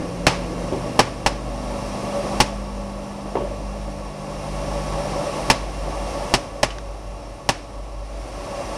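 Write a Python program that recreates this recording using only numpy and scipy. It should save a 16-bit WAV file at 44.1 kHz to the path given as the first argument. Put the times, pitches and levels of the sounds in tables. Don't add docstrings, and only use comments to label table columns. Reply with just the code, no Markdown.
import sys
import numpy as np
from scipy import signal
from scipy.fft import rfft, irfft
from scipy.io import wavfile

SR = 44100
rng = np.random.default_rng(int(sys.argv[2]) if len(sys.argv) > 2 else 0)


def wav_record(signal):
    frames = np.transpose(np.atleast_2d(signal))
    bounded = np.clip(frames, -1, 1)
    quanta = np.round(bounded * 32767).astype(np.int16)
    wavfile.write(sys.argv[1], SR, quanta)


N = 386757
TIME, HZ = np.arange(N) / SR, np.fft.rfftfreq(N, 1 / SR)


def amp(db):
    return 10 ** (np.asarray(db) / 20)


def unit(x):
    return x / np.sqrt(np.mean(x ** 2) + 1e-20)


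def shape(points, hz):
    f, db = np.transpose(points)
    return np.interp(np.log(hz + 1), np.log(f + 1), db)


def curves(rows):
    s, *columns = np.transpose(rows)
    return [np.interp(TIME, s, c) for c in columns]


def add(mix, s, sound):
    part = mix[round(s * SR):][:len(sound)]
    part += sound[:len(part)]


def wander(axis, step):
    knots = rng.standard_normal(len(axis))
    return unit(np.interp(axis / step, np.arange(len(knots)), knots))


def noise(db):
    return unit(irfft(rfft(rng.standard_normal(N)) * amp(db), N))


def colour(x, db_of, size=4096):
    log_gain = np.log(amp(db_of(abs(np.fft.fftfreq(size, 1 / SR)))))
    taps = np.fft.ifft(np.exp(np.conj(signal.hilbert(log_gain)))).real
    return signal.fftconvolve(x, taps / np.linalg.norm(taps))[:len(x)]


# frequency in Hz, relative level in dB.
HALL_COLOUR = [(40, -12), (125, 2.5), (220, -9), (305, 3.5), (350, -1.5), (410, -5), (500, 2.5), (700, -19),
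               (1300, -21), (4000, -35), (14000, -70)]
RUMBLE_COLOUR = [(15, -20), (35, 3), (68, -8), (97, 6), (135, 0.5), (200, -30), (1000, -60)]
# time in seconds, level in dB.
HALL_FADE = [(0, -25.5), (.1, -35), (.9, -32), (1.3, -42), (2, -60)]


def drone(rumble_db=-45):
    hall = amp(curves(HALL_FADE)[0]) * noise(shape(HALL_COLOUR, HZ))
    return hall + amp(rumble_db) * noise(shape(RUMBLE_COLOUR, HZ))


# frequency in Hz, width in Hz, boost in dB.
RESONANCES = [(567, 28, 9.5), (882, 23, 6), (912, 21, -11), (1122, 51, 13.5), (1710, 84, 5.5),
              (2350, 24, 4.5), (2740, 69, 5.5), (5600, 60, 2.5), (8900, 58, 1.5)]


def cabinet(hz):
    return sum(db / (1 + (2 * (hz - f) / width) ** 2) for f, width, db in RESONANCES)


# start in seconds, the rise it heads for in dB.
SWELL_STARTS = [(.3, 5.5), (1.4, 10), (4.15, 10.5), (5.53, 11), (8.02, 15.5)]


def swell(rise_s=0.63, drop_s=0.072):
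    lift = np.zeros(N)
    for start, rise_db in SWELL_STARTS:
        cut = min([shot[0] for shot in VALVE_SHOTS if shot[0] > start], default=TIME[-1])
        build = 1 - np.exp(-(np.clip(TIME, start, cut) - start) / rise_s)
        lift += rise_db * build * np.exp(-np.maximum(TIME - cut, 0) / drop_s)
    return lift


# time in seconds, base level of the roar and of the hiss in dB.
CALM_LEVELS = [(0, -34.5, -42.5), (1.2, -34.5, -44.5), (3, -35, -45), (6.2, -35.5, -45), (6.9, -38.5, -48),
               (8.1, -39.5, -49.5)]


def flow(roar_share=0.93):
    (roar_db, hiss_db), lift = curves(CALM_LEVELS), swell()
    return roar_db + roar_share * lift, hiss_db + lift


# frequency in Hz, relative level in dB.
ROAR_COLOUR = [(20, -28), (70, -2), (130, -6.5), (220, -6), (300, 1), (430, -4.5), (600, -1), (780, -2),
               (1000, -7.5), (1160, -14.5), (1270, -14), (5000, -77)]
HISS_COLOUR = [(300, -1), (1400, -4), (2100, 1.5), (2800, -0.5), (3500, -4), (4700, -3), (5600, -0.5),
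               (6700, -7), (7700, -10.5), (8800, -6), (10100, -8), (11000, -19.5), (12200, -17.5),
               (13700, -43)]


def grain_rush(roar_trim_db=0.68, hiss_trim_db=-0.11, ripple_db=1.43, lumps_db=0.67, flicker_db=0.2):
    walls = cabinet(HZ) + ripple_db * wander(HZ, 28)
    roar_db, hiss_db = flow()
    roar = noise(shape(ROAR_COLOUR, HZ) + walls)
    roar *= amp(roar_db + roar_trim_db + lumps_db * wander(TIME, .035))
    hiss = noise(shape(HISS_COLOUR, HZ) + walls)
    hiss *= amp(hiss_db + hiss_trim_db + flicker_db * wander(TIME, 0.013))
    return roar + hiss


# pitch in Hz, level in dB compared with the hiss.
BELT_TONES = [(2750, -17), (5478, -16.5), (7442, -24.5)]


def belt_whine(waver_hz=14):
    tones = np.zeros(N)
    for hz, db in BELT_TONES:
        strength = amp(db + 2 * wander(TIME, 0.042))
        pitch = hz + waver_hz * wander(TIME, .015)
        tones += strength * np.sin(2 * np.pi * np.cumsum(pitch) / SR)
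    return np.sqrt(2) * amp(flow()[1]) * tones


# their pitches in Hz, then their base levels in dB.
MOTOR_PITCHES = [44.47, 49.1, 50.02]
MOTOR_LEVELS = [-42.5, -37.5, -36.5]
# time in seconds, change of level in dB.
THROB_LEVELS = [(0, -4), (1.5, 0), (3, -0.5), (4.7, 1), (5.9, 2), (7, -2.5), (8.7, 0)]


def motors(in_step_s=.43):
    tones = sum(amp(db) * np.cos(2 * np.pi * hz * (TIME - in_step_s))
                for hz, db in zip(MOTOR_PITCHES, MOTOR_LEVELS))
    return np.sqrt(2) * amp(curves(THROB_LEVELS)[0]) * tones


# multiple of the
# shaking rate, time at that spot in seconds, base level in dB, fade to either side in dB per second.
FRAME_OVERTONES = [(5, 1.17, -40, 6), (6, 4.52, -38.5, 6), (7, 0.27, -33, 11), (8, 2.87, -35.5, 4.5),
                   (10, 0.92, -40, 4)]


def frame_hum(shake_hz=25.02, swell_share=0.66, waver_db=0.83):
    turns = shake_hz * TIME + 0.01 * wander(TIME, .25)
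    tones = np.zeros(N)
    for multiple, s, db, fade in FRAME_OVERTONES:
        strength = amp(db - fade * abs(TIME - s) + waver_db * wander(TIME, .12))
        tones += strength * np.sin(2 * np.pi * (multiple * turns + rng.random()))
    return np.sqrt(2) * amp(swell_share * swell()) * tones


def reflections(t, first_per_s=2500, dense_s=.03):
    share = np.clip(first_per_s / SR + (t / dense_s) ** 2, 1e-3, 1)
    return rng.standard_normal(len(t)) * (rng.random(len(t)) < share) / np.sqrt(share)


# start in seconds, base level in dB, pulse length in milliseconds,
# treble tilt in dB, relative level of the hall's echo in dB, pitch of the nozzle's ring in Hz.
VALVE_SHOTS = [(0.2676, -5, 0.1, -2.5, -13, 296), (0.9918, -3, 0.64, -3.5, -19.5, 1170),
               (1.2622, -9, 0.38, -1.5, -17.5, 895), (2.4025, -4.5, 0.35, 1.5, -22, 864),
               (5.5006, -4.5, 0.38, 0.5, -20, 898), (6.339, -6.5, 0.33, 0.5, -23, 384),
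               (6.6309, -9, 0.099, -1.5, -19, 626), (7.4901, -10, 0.17, -0.5, -18.5, 923)]
# frequency in Hz, relative level in dB.
BLAST_COLOUR = [(20, -17), (90, -3.5), (250, -5), (500, -1), (900, 1.5), (1400, -4.5), (2600, -2),
                (3600, -8), (5400, -4.5), (7200, -13), (10000, -15), (11200, -29), (13000, -29),
                (14500, -60)]
# pitch in Hz, relative level in dB, seconds to fade 60 dB (t60).
AIR_NOTES = [(44, -14.5, 0.12), (121.8, -11, 0.14), (263.5, -12, 0.13), (357, -18, 0.12),
             (673, -26.5, 0.16), (984, -13.5, 0.1), (1119, -11, 0.057)]


def valves(pulse_db=10, cabinet_t60=0.073, hall_t60=0.42, hall_hz=7000, alike=0.58, ring=0.26,
           nozzle_db=-8.5, nozzle_t60=0.096):
    out, t = np.zeros(N), np.arange(SR // 2) / SR
    shared_echoes = reflections(t)
    for s, db, pulse_ms, tilt_db, hall_db, nozzle_hz in VALVE_SHOTS:
        age = t * 1000 / pulse_ms
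        pulse = signal.lfilter(*signal.butter(2, 7000, fs=SR), (1 - age) * np.exp(-age))
        echoes = np.sqrt(alike) * shared_echoes + np.sqrt(1 - alike) * reflections(t)
        echoes *= amp(-60 * t / cabinet_t60)
        tail = rng.standard_normal(len(t)) * amp(hall_db - 60 * t / hall_t60)
        tail = signal.lfilter(*signal.butter(1, hall_hz, fs=SR), tail)
        blast = colour(echoes + tail, lambda hz: shape(BLAST_COLOUR, hz) + ring * cabinet(hz)
                       + tilt_db * np.tanh(np.log((hz + 1) / 1500)))
        notes = sum(amp(level - 60 * t / t60) * np.sin(2 * np.pi * hz * t)
                    for hz, level, t60 in [*AIR_NOTES, (nozzle_hz, nozzle_db, nozzle_t60)])
        add(out, s, amp(db) * (amp(pulse_db) * pulse + blast + notes))
    return out


def blows(rows, tone_colour, ping_db, ring=0.58, main_db=7, sharpness=9):
    out, t = np.zeros(N), np.arange(SR // 2) / SR
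    for s, db, t60, main_hz in rows:
        decay = amp(db - 60 * t / t60)
        echoes = colour(reflections(t) * decay, lambda hz: shape(tone_colour, hz) + ring * cabinet(hz)
                        + main_db / (1 + (sharpness * (hz / main_hz - 1)) ** 2))
        add(out, s, echoes + amp(ping_db) * decay * np.sin(2 * np.pi * main_hz * t))
    return out


# start in seconds, base level in dB, seconds to fade 60 dB, pitch in Hz.
KNOCK_HITS = [(.721, -21, 0.23, 371), (.778, -33, 0.18, 290), (3.257, -25, 0.096, 595),
              (3.3535, -13.5, 0.067, 660), (3.369, -17.5, 0.087, 915), (3.385, -23.5, 0.61, 606),
              (6.245, -45, 0.23, 580)]
# frequency in Hz, relative level in dB.
KNOCK_COLOUR = [(40, -20), (100, -5), (190, -3.5), (400, -0.5), (650, -4.5), (950, -8.5), (1400, -24.5),
                (3200, -27.5), (4500, -48), (14000, -61)]


def knocks():
    return blows(KNOCK_HITS, KNOCK_COLOUR, ping_db=-4)


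# start in seconds, base level in dB, seconds to fade 60 dB, pitch in Hz.
TICK_HITS = [(6.7045, -31.5, 0.06, 3000), (6.7843, -28, 0.015, 1570), (8.557, -39, 0.015, 1200)]
# frequency in Hz, relative level in dB.
TICK_COLOUR = [(300, -26), (1000, 7), (1600, 2), (3200, -3), (5600, 0), (7000, -12), (11000, -27),
               (14000, -50)]


def grain_ticks():
    return blows(TICK_HITS, TICK_COLOUR, ping_db=1)


def scene():
    machine = grain_rush() + belt_whine() + motors() + frame_hum() + drone()
    hits = valves() + knocks() + grain_ticks()
    return (machine + hits)[None]


def record(dry, droop_hz=13500, edge_hz=16100):
    clipped = np.clip(dry, -.97, .97)
    dulled = signal.lfilter(*signal.butter(4, droop_hz, fs=SR), clipped)
    top_cut = signal.firwin(511, edge_hz, window=("kaiser", 9), fs=SR)
    return signal.oaconvolve(dulled, top_cut[None], "same")


dry = scene()
out = record(dry)
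wav_record(out)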